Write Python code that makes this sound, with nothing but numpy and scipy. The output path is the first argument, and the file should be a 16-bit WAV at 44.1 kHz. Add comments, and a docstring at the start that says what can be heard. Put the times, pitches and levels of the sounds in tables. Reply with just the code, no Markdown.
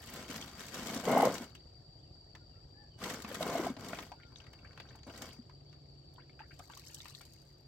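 """Wet net in a small boat

A wet fishing net is shoved along the floor: shaped clicks rumble and ring in the hull, torn noise squelches.
Drips and plops are damped rings with bursts of noise; droplets and bubbles trickle off hands rinsed over the side.
Behind them, narrow bands of noise shrill as insects, gliding tones call as birds, a slow row of pulses
thuds as a far boat engine, and a low wavering hum rises late over soft air noise."""
import sys
import numpy as np
from scipy import signal
from scipy.fft import rfft, irfft
from scipy.io import wavfile
from scipy.ndimage import uniform_filter1d

SR = 44100
rng = np.random.default_rng(int(sys.argv[2]) if len(sys.argv) > 2 else 0)


def wav_out(sig):
    """Save sig, one row per channel (or a flat mono array), as 16-bit PCM at SR to the path in sys.argv[1]."""
    wavfile.write(sys.argv[1], SR, np.round(np.clip(np.atleast_2d(sig).T, -1, 1) * 32767).astype(np.int16))


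N = 338247
TIME = np.arange(N) / SR

# stereo width of near sounds, the usual choice in ports(): (frequency [Hz], relative side level [dB])
NEAR_WIDTH = [(60, -23), (200, -24), (400, -18), (750, -16), (1300, -9), (2400, -3), (4400, 0), (16000, 0)]


def amp(db):
    """Turns decibels into a gain."""
    return 10 ** (np.asarray(db) / 20)


def unit(x):
    """Scales a sound to an average (rms) strength of 1."""
    return x / np.sqrt(np.mean(x ** 2) + 1e-20)


def read(points, hz):
    """Reads a table between its points, on a log-frequency axis."""
    f, value = np.transpose(points)
    return np.interp(np.log(hz + 1), np.log(f + 1), value)


def level(rows):
    """Gain over time from (time [s], level [dB]) points."""
    return amp(np.interp(TIME, *np.transpose(rows)))


def add(mix, s, sound):
    """Mixes a sound in at time s, in seconds."""
    part = mix[max(round(s * SR), 0):][:len(sound)]
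    part += sound[:len(part)]


def colour(x, spectrum, size=4096):
    """Filter of unit energy that shapes the spectrum: each click rings after it, never before."""
    hz = abs(np.fft.fftfreq(size, 1 / SR))
    log_gain = np.log(amp(read(spectrum, hz)) + 1e-5)
    # the Hilbert transform gives the phase that packs the ring right after the click
    ring = np.fft.ifft(np.exp(np.conj(signal.hilbert(log_gain)))).real[:size // 2]
    return signal.oaconvolve(x, ring / np.linalg.norm(ring))[:len(x)]


def grains(per_s, spread_db, smooth_s):
    """Random clicks of very unequal size, evened out to a nearly steady mean power."""
    chance = rng.random(N)
    size = np.minimum(rng.exponential(1, N), 5)
    sign = rng.choice([-1, 1], N)
    clicks = (chance < per_s / SR) * amp(spread_db * size) * sign
    power = abs(uniform_filter1d(clicks ** 2, int(smooth_s * SR) + 1))
    return clicks / np.sqrt(power + 1e-4)


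def bursts(per_s, spread_db, smooth_s, burst_s):
    """Grains stretched into tiny bursts of noise, each swelling and fading over a millisecond or so."""
    t = np.arange(SR // 50) / SR
    shape = t * np.exp(-t / burst_s)
    clicks = grains(per_s, spread_db, smooth_s)
    power = signal.oaconvolve(clicks ** 2, shape / shape.sum())[:N]
    return unit(np.sqrt(abs(power)) * rng.standard_normal(N))


def waver(smooth_s):
    """Smoothed random wandering of rms 1."""
    wander = uniform_filter1d(rng.standard_normal(N), int(smooth_s * SR) + 1)
    return unit(uniform_filter1d(wander, 256))


def bubble(hz, cycles, rise, soft=1):
    """A damped ring whose pitch rises as the bubble nears the surface."""
    life = cycles / hz
    t = np.arange(int(6 * life * SR)) / SR
    tone = np.sin(2 * np.pi * hz * t * (1 + rise * t / life / 2))
    ring = tone * np.exp(-t / life) * (1 - np.exp(-t * hz / soft))
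    return ring / abs(ring).max()


def bubbles(low_hz, high_hz, per_s, spread_db, cycles, count=24):
    """Random bubbles of many sizes; some ring, others only click."""
    out = np.zeros(N)
    shapes = []
    for hz in np.geomspace(low_hz, high_hz, count):
        ring = bubble(hz, cycles * rng.uniform(.3, 1.6), rise=.03)
        shapes.append(ring * (hz / low_hz) ** .35)
    chance = rng.random(N)
    size = np.minimum(rng.exponential(1, N), 3.5)
    which = rng.integers(0, count, N)
    for at in np.flatnonzero(chance < per_s / SR):
        add(out, at / SR, amp(spread_db * size[at]) * shapes[which[at]])
    return unit(out)


def hull(x, ring_db):
    """The boat's floor rings on after whatever shakes it: a sum of fading tones."""
    # the floor's ringing tones: (frequency [Hz], relative level [dB], time to fade by 60 dB [s])
    hull_modes = [(170, -7.5, 0.03), (269, -10, 0.35), (502.5, -2, 0.14), (689, 1, 0.042),
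                  (786, -1.5, 0.027), (950, -17, 0.074), (1040, 0, .06), (2310, -16, 0.022)]
    t = np.arange(SR // 4) / SR
    ring = np.zeros(len(t))
    for hz, db, t60 in hull_modes:
        even_gain = 2 * np.log(1000) / (t60 * SR)  # long and short rings peak alike
        ring += amp(db - 60 * t / t60) * np.cos(2 * np.pi * hz * t) * even_gain
    return x + amp(ring_db) * signal.oaconvolve(x, ring)[:N]


def stroke(start, length, rise_s, settle_s):
    """Gain of one hand movement: it takes hold, lasts, and dies away almost exponentially."""
    t = np.maximum(TIME - start, 0)
    take_hold = 1 - np.exp(-(t / rise_s) ** 2)
    return take_hold * np.exp(-(np.maximum(t - length, 0) / settle_s) ** 0.98)


def handling():
    """How hard the net drags, squelches and snaps over time: each push builds while it lasts."""
    # pushes of the net: (start [s], push length [s], take-hold time [s], settling time [s],
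    # relative drag level [dB], relative squelch level [dB], relative snapping level [dB])
    shoves = [(-0.02, 0.17, 0.011, .04, -62.5, -60, -58), (0.083, 0.11, 0.039, 0.12, -52.5, -55, -74),
              (0.278, 0.083, 0.0091, 0.14, -52, -51.5, -61), (0.551, 0.038, 0.025, 0.23, -56, -53, -71),
              (0.702, 0.13, 0.034, 0.088, -48.5, -51, -66), (0.84, 0.14, 0.026, 0.078, -45, -49, -63),
              (1.023, 0.037, 0.019, 0.014, -40.5, -48.5, -60),
              (1.063, 0.19, 0.0096, 0.035, -28.5, -47, -49.5),
              (1.273, 0.078, .015, 0.051, -44.5, -49.5, -61), (1.384, 0.049, .02, 0.015, -50.5, -55.5, -75),
              (2.969, 0.11, 0.069, 0.078, -42, -45, -62), (3.234, 0.2, 0.037, 0.025, -51, -55, -61),
              (3.383, 0.23, 0.025, 0.005, -39, -50.5, -58.5), (3.605, 0.044, 0.034, 0.031, -34, -46.5, -56),
              (3.755, 0.19, 0.045, 0.022, -51, -57, -67), (3.954, 0.059, 0.012, 0.045, -53, -58.5, -62),
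              (4.238, 0.725, 0.038, 0.047, -69, -87, -90), (5.063, 0.048, 0.0053, 0.015, -54, -66.5, -72),
              (5.124, 0.16, 0.012, 0.042, -58, -62, -83), (5.208, .02, .008, 0.04, -53.5, -55.5, -82)]
    swell_db_per_s = 10
    power = np.zeros((3, N))
    for start, length, rise_s, settle_s, *levels_db in shoves:
        swell_db = swell_db_per_s * (np.clip(TIME - start, 0, length) - length / 2)
        push = stroke(start, length, rise_s, settle_s) * amp(swell_db)
        power += np.outer(amp(levels_db), push) ** 2
    uneven_grip = amp(0.5 * waver(0.025))
    return np.sqrt(power) * uneven_grip


def drag(force):
    """The net sticks and slips on the floor; a hard shove brings out the middle of the hull's range."""
    # spectrum when pressed hard: (frequency [Hz], relative level per Hz [dB])
    heavy_spectrum = [(53, -45.5), (90, -19), (220, -1.5), (255, 4), (323, -9), (472, -1), (606, -2),
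                      (778, -10.5), (914, -7.5), (1060, -6), (1160, -10.5), (1820, -23), (2110, -13),
                      (2550, -34.5), (3000, -21.5), (3900, -85), (6600, -120)]
    # spectrum when pressed lightly: (frequency [Hz], relative level per Hz [dB])
    light_spectrum = [(65, -40), (110, -6), (134, -6.5), (234, 4), (274, 0.5), (334, -2), (430, -2),
                      (867, -13.5), (1610, -9), (1920, -74.5), (2190, -7), (2600, -48.5), (3380, -30),
                      (5720, -120)]
    hard = 1 / (1 + (amp(-43.5) / (force + 1e-9)) ** 2)  # 0 is light, 1 is hard
    heavy_slips = colour(grains(1400, 2.8, 0.017), heavy_spectrum)
    heavy = unit(hull(heavy_slips, ring_db=-0.5))
    light_slips = colour(grains(1500, 3.1, 0.039), light_spectrum)
    light = unit(hull(light_slips, ring_db=2.5))
    return force * (np.sqrt(hard) * heavy + amp(2.5) * np.sqrt(1 - hard) * light)


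def squelch(rubbing, snapping):
    """Wet strands rub with a dense fizz while films of water snap between them."""
    # spectrum of the rubbing mesh: (frequency [Hz], relative level per Hz [dB])
    mesh = [(500, -36.5), (1200, 3), (2100, 1), (2550, -3.5), (3000, 0.5), (4000, -3), (5500, -4),
            (7500, -5.5), (9000, -10), (10200, -20.5), (11500, -11.5), (16000, -16)]
    # spectrum of the snapping films: (frequency [Hz], relative level per Hz [dB])
    films = [(2000, -23.5), (4500, -5), (7500, 2.5), (9000, 4), (10200, -5.5), (11500, 11), (13000, -7),
             (16000, 12)]
    fizz = unit(colour(bursts(per_s=1600, spread_db=4.5, smooth_s=0.096, burst_s=0.00085), mesh))
    snaps = unit(colour(bursts(per_s=350, spread_db=11, smooth_s=0.07, burst_s=0.00035), films))
    return rubbing * fizz + snapping * snaps


def seep(rubbing, rinse):
    """Water drains in the net and round the hands: wet crackle with small bubbles in it."""
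    # spectrum of the crackle: (frequency [Hz], relative level per Hz [dB])
    crackle_spectrum = [(350, -15), (600, 9), (1500, 3.5), (3200, -25), (5000, -0.5), (8000, -5),
                        (10000, -20), (16000, -30)]
    usual_squelch_db, growth = -51, 0.56  # growth: dB of seeping per dB of squelch
    pressed = amp(-58.5) * (rubbing / amp(usual_squelch_db)) ** growth
    resting, rinsing = amp(-82), amp(-78) * rinse
    flow = np.sqrt(resting ** 2 + pressed ** 2 + rinsing ** 2)
    crackle = unit(colour(bursts(per_s=150, spread_db=2, smooth_s=.12, burst_s=0.00058), crackle_spectrum))
    fizzing = bubbles(low_hz=900, high_hz=5500, per_s=300, spread_db=3.4, cycles=5.5)
    return flow * (amp(-4) * crackle + amp(-1.5) * fizzing)


def engine():
    """One cylinder fires slowly far away: uneven pulses in noise, filtered into dull thuds."""
    # loudness of the engine: (time [s], relative level [dB])
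    engine_level = [(0, -59), (6.5, -61), (7.67, -64.5)]
    # spectrum of the exhaust: (frequency [Hz], relative level per Hz [dB])
    exhaust = [(20, -30.5), (42, -3), (60, 4.5), (95, 4.5), (130, 3), (160, 1), (190, -19.5), (260, -9.5),
               (325, -10), (500, -19.5), (750, -18.5), (1200, -49), (3500, -89.5)]
    middle_firing_hz = 13.2
    turns = np.cumsum(middle_firing_hz * (1 + 0.013 * waver(0.39))) / SR
    # one pulse at each whole turn, each of a slightly different strength
    pulses = np.diff(np.floor(turns), prepend=0) * (1 + 0.16 * rng.standard_normal(N))
    thuds = unit(colour(unit(pulses) + 1.6 * rng.standard_normal(N), exhaust))
    return amp(2) * level(engine_level) * thuds


def insects():
    """Many shrilling insects merge into a narrow band that drifts and flutters, with weak upper bands."""
    # loudness of the insects: (time [s], level [dB])
    insect_level = [(0, -66), (2.9, -66.5), (4.3, -68), (6.3, -68), (7.67, -71)]
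    # bands of noise before they drift: (middle frequency [Hz], width [Hz], relative level [dB])
    shrill = [(4638, 187, 3), (5400, 430, -20.5), (7500, 440, -22)]
    hz = np.fft.rfftfreq(N, 1 / SR)
    bands = sum(amp(db) / (1 + (2 * (hz - f) / width) ** 4) ** 0.71 for f, width, db in shrill)
    chorus = signal.hilbert(irfft(rfft(rng.standard_normal(N)) * bands, N))
    drift = np.exp(2j * np.pi * np.cumsum(22 * waver(.25)) / SR)  # wanders by some 22 Hz
    flutter = amp(0.24 * waver(0.024))
    return level(insect_level) * unit((chorus * drift).real * flutter)


def open_air():
    """Steady, soft filtered noise fills the background."""
    # spectrum of the air noise: (frequency [Hz], relative level per Hz [dB])
    air_spectrum = [(20, -0.5), (60, -11), (200, 13), (500, 11), (1000, -3), (2000, -11.5), (3200, -9.5),
                    (4400, -0.5), (6300, -17.5), (9500, -57), (11500, -21.5), (16000, -33.5)]
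    return amp(-69.5) * unit(colour(rng.standard_normal(N), air_spectrum))


def ticks():
    """Sharp ticks of drops and strands: single very short bursts of bright noise."""
    # the ticks: (time [s], relative level [dB])
    tick_times = [(0.0567, -54), (0.0717, -39), (0.6647, -39), (0.7425, -30.5), (0.869, -28.5),
                  (0.9456, -30), (1.2509, -23), (1.3412, -29.5), (1.5503, -46), (3.2204, -33), (3.344, -31),
                  (3.885, -35), (4.065, -48), (4.53, -51), (4.956, -49.5), (5.176, -38), (5.2194, -32.5),
                  (5.3304, -46), (6.138, -52.5), (6.591, -43), (6.773, -37), (6.9441, -32), (7.2117, -43),
                  (7.334, -45.5)]
    # spectrum of a tick: (frequency [Hz], relative level per Hz [dB])
    tick_spectrum = [(1200, -106), (3000, 15.5), (7500, 19), (10000, 8.5), (12000, 11), (16000, 9)]
    out = np.zeros(N)
    t = np.arange(SR // 100) / SR
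    for s, db in tick_times:
        snap = rng.standard_normal(len(t)) * (1 - np.exp(-t / 0.0012)) * np.exp(-t / 0.0028)
        add(out, s, amp(db - 5.0) * snap)
    return colour(out, tick_spectrum)


def bumps():
    """The net's weights knock on the floor: short dull rings that set the hull ringing."""
    # the knocks: (time [s], relative level [dB], frequency [Hz])
    knocks = [(0.296, -34, 269), (0.356, -41, 222), (0.96, -26.5, 254), (1.074, -16.5, 448),
              (1.131, -21, 735), (1.161, -16.5, 623), (1.173, -15, 800), (1.199, -19, 826),
              (1.228, -15, 770), (1.271, -14.5, 549), (1.407, -33, 247.6), (3.244, -36.5, 220),
              (3.313, -33, 540), (3.407, -23.5, 622), (3.552, -22.5, 650), (3.595, -21, 345),
              (3.667, -25, 715), (3.7, -25, 246), (3.769, -37, 266), (3.931, -32, 613), (5.39, -37, 236)]
    out = np.zeros(N)
    for s, db, hz in knocks:
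        add(out, s, amp(db - 8) * bubble(hz, cycles=2.26, rise=0.003, soft=1.3))
    return hull(out, ring_db=5)


def drips(count=24):
    """Faint plops at loosely even random times, as rows like those of the plop table."""
    # stray drips off the net, then off the hands: (start [s], end [s], drips per second [1/s],
    # middle bubble level [dB], middle spray level [dB]), both levels relative
    dripping = [(4.15, 5.05, 14, -58, -49), (6.38, 7.3, 8, -57.5, -65)]
    low_hz, high_hz, spread_db = 930, 4430, 16  # range of pitches, and full range of levels
    rows = []
    for start, end, per_s, db, spray_db in dripping:
        for k, (when, size, pitch, spray) in enumerate(rng.random((count, 4))):
            s = start + (k + when) / per_s
            if s < end:
                bubble_db = db + spread_db * (size - .5)
                hz = low_hz * (high_hz / low_hz) ** pitch
                rows.append((s, bubble_db, hz, spray_db + spread_db * (spray - .5)))
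    return rows


def plops():
    """Each plop is a spatter and a main bubble; further bubbles, mostly higher, break off from it."""
    # the plops: (time [s], relative bubble level [dB], bubble frequency [Hz], relative spray level [dB])
    plop_rows = [(0.298, -47, 1400, -39), (0.425, -41.5, 3050, -55), (0.743, -40.5, 1650, -33),
                 (1.551, -48, 2820, -37), (2.351, -52.5, 966, -29.5), (3.016, -40.5, 1120, -41),
                 (3.246, -42.5, 1066, -24.5), (3.314, -40, 1575, -30), (3.347, -39.5, 1170, -26),
                 (3.766, -47, 614, -30.5), (3.931, -37.5, 1354, -29), (3.987, -43, 957, -22.5),
                 (4.027, -49, 2280, -31), (4.117, -43, 717, -31.5), (4.359, -41.5, 3420, -41),
                 (4.402, -50, 2900, -37.5), (4.466, -54, 1170, -37.5), (4.533, -58, 1290, -35.5),
                 (4.648, -46.5, 1515, -56), (4.775, -48, 1310, -31), (4.8, -48, 2270, -27),
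                 (4.889, -51.5, 3550, -57), (4.951, -55, 866, -46), (5.075, -50, 554, -40),
                 (5.098, -47, 2710, -55), (5.222, -55, 1095, -32), (5.308, -47, 2940, -58),
                 (5.496, -55, 980, -42), (5.728, -64, 960, -39.5), (6.16, -57, 3500, -66),
                 (6.181, -49, 956, -58), (6.196, -53, 1450, -58), (6.295, -59.5, 2090, -46),
                 (6.392, -46, 1470, -40), (6.403, -43.5, 834, -41), (6.509, -51, 1495, -57),
                 (6.594, -45, 691, -34.5), (6.698, -45.5, 900, -45), (6.735, -45.5, 3500, -36),
                 (6.77, -50, 1035, -59), (6.871, -43, 4900, -62), (7.004, -39.5, 3520, -43),
                 (7.055, -51.5, 926, -30), (7.15, -45, 3860, -59), (7.209, -54, 1280, -35)]
    # spectrum of the spatter: (frequency [Hz], relative level per Hz [dB])
    spray_spectrum = [(300, -1.5), (800, 3), (2500, 1), (4000, -4.5), (8000, -19), (10000, -27),
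                      (15000, -27)]
    out, spatter = np.zeros(N), np.zeros(N)
    t = np.arange(SR // 12) / SR
    swell = (1 - np.exp(-t / 0.00098)) * np.exp(-t / 0.0041)
    for s, db, hz, spray_db in plop_rows + drips():
        main = bubble(hz, cycles=3 + 3 * rng.random(), rise=0.05, soft=1.1)
        add(out, s, amp(db - 2.5) * main)
        for late, pitch, size, ring in rng.random((8, 4)):
            small_hz = hz * 2 ** (1.1 * pitch + .5 * late - .3)
            small = bubble(small_hz, cycles=2.5 + 6 * ring, rise=.05)
            add(out, s + .04 * late ** 2, amp(db - 6 - 8 * size - 6 * late) * small)
        add(spatter, s, amp(spray_db - 14) * swell * rng.standard_normal(len(t)))
    return out + colour(spatter, spray_spectrum)


def birds(echo_db=-5, t60=0.38):
    """Soft gliding whistles far away, blurred by a fading echo from the shore."""
    # the calls: (time [s], length [s], start frequency [Hz], middle frequency [Hz],
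    # end frequency [Hz], relative level [dB])
    calls = [(1.97, 0.06, 2900, 3340, 3880, -87.5), (2.016, 0.073, 3260, 2900, 2540, -89),
             (2.395, 0.051, 1430, 1410, 1370, -84), (2.488, 0.088, 3230, 2770, 2600, -89),
             (2.533, 0.093, 1314, 1340, 1340, -85), (2.734, 0.14, 1580, 1757, 1580, -76.5),
             (2.74, 0.136, 780, 829, 790, -79), (2.896, 0.14, 3250, 2960, 3000, -82),
             (4.143, 0.18, 1430, 1407, 1330, -79.5), (5.684, 0.03, 3080, 3440, 4100, -82.5)]
    out = np.zeros(N)
    for s, length, start, middle, end, db in calls:
        u = np.linspace(0, 1, int(length * SR))
        glide = np.polyval(np.polyfit([0, .5, 1], [start, middle, end], 2), u)  # smooth curve
        tremble = unit(uniform_filter1d(rng.standard_normal(len(u)), 150))
        hz = glide * (1 + 0.013 * tremble)
        whistle = np.sin(2 * np.pi * np.cumsum(hz) / SR) * np.sin(np.pi * u)
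        add(out, s, amp(db + 3) * unit(whistle))
    t = np.arange(SR // 3) / SR
    tail = rng.standard_normal(len(t)) * amp(-60 * t / t60)
    return out + amp(echo_db) * signal.oaconvolve(out, tail / np.linalg.norm(tail))[:N]


def hum(low_hz=140, high_hz=360):
    """A low wavering tone with a fainter one above it."""
    # loudness of the hum: (time [s], level [dB])
    hum_level = [(0, -80), (5.2, -76), (5.55, -62), (5.95, -60.5), (6.5, -64.5), (7.67, -67)]
    low = np.sin(2 * np.pi * np.cumsum(low_hz * (1 + 0.01383 * waver(0.1276))) / SR)
    high = np.sin(2 * np.pi * np.cumsum(high_hz * (1 + 0.078 * waver(0.0594))) / SR)
    return level(hum_level) * unit(low + amp(-11.5) * high)


def trickle(rinse):
    """Separate droplets slap the lake and trap tiny pinging bubbles; the hands stir up larger ones."""
    # spectrum of the slapping droplets: (frequency [Hz], relative level per Hz [dB])
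    droplets = [(600, -8), (1200, -4), (2500, -36), (4000, 14.5), (6000, 8), (8500, 6), (10200, -10),
                (11500, 5.5), (16000, -3.5)]
    slaps = unit(colour(bursts(per_s=220, spread_db=3.8, smooth_s=.1, burst_s=.0004), droplets))
    pings = bubbles(low_hz=1800, high_hz=9000, per_s=260, spread_db=3.3, cycles=8)
    gurgle = bubbles(low_hz=750, high_hz=3000, per_s=110, spread_db=3, cycles=7)
    return amp(-63) * rinse * (slaps + amp(-6) * pings + amp(-8) * gurgle)


def ports(x, left_db, width=NEAR_WIDTH, size=128):
    """Two microphone ports: bass nearly alike, treble scattered differently into each."""
    hz, _, z = signal.stft(x, SR, nperseg=size)
    scatter = np.sqrt(2) * np.exp(2j * np.pi * rng.random(z.shape))  # random phases
    spread = z * scatter * amp(read(width, hz))[:, None]
    side = signal.istft(spread, SR, nperseg=size)[1][:N]
    return np.array([(x + side) * amp(left_db / 2), (x - side) * amp(-left_db / 2)])


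def boat_echo(x, wet_db, t60):
    """Brief reflections between the sides of the boat: sparse random echoes that fade fast."""
    t = np.arange(SR // 6) / SR
    strength = rng.standard_normal((2, len(t)))
    chosen = rng.random((2, len(t))) < 2500 / SR  # about 2500 echoes per second
    taps = strength * chosen * (t > .002) * amp(-60 * t / t60)
    taps /= np.linalg.norm(taps, axis=1, keepdims=True)
    return x + amp(wet_db) * signal.oaconvolve(x, taps, axes=1)[:, :N]


def scene():
    """Net and water close by, the lake and its shore behind."""
    # hands rinsed over the side: (start [s], length [s], rise time [s], run-off time [s])
    rinse_stroke = (6.372, 0.7, 0.36, 0.22)
    # stereo width of far sounds: (frequency [Hz], relative side level [dB])
    far_width = [(60, -21), (120, -19), (200, -11), (380, -6), (700, -1), (1300, 0), (16000, 0)]
    force, rubbing, snapping = handling()
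    rinse = stroke(*rinse_stroke)
    floor = ports(drag(force) + bumps(), left_db=1.5, size=512)
    wet_net = squelch(rubbing, snapping) + ticks() + plops() + seep(rubbing, rinse)
    water = ports(wet_net, left_db=2.6) + ports(trickle(rinse), left_db=4)
    lake = ports(engine() + hum() + open_air(), left_db=.3, width=far_width, size=1024)
    shore = ports(insects() + birds(), left_db=5, width=far_width, size=2048)
    return floor + boat_echo(water, wet_db=-6.0, t60=0.11) + lake + shore


def record(dry):
    """The recorder's band limit: a steep filter removes what lies above the edge."""
    edge_hz = 15950
    low_pass = signal.firwin(511, edge_hz, window=("kaiser", 9), fs=SR)
    return signal.oaconvolve(dry, low_pass[None], "same")


dry = scene()
out = record(dry)
wav_out(out)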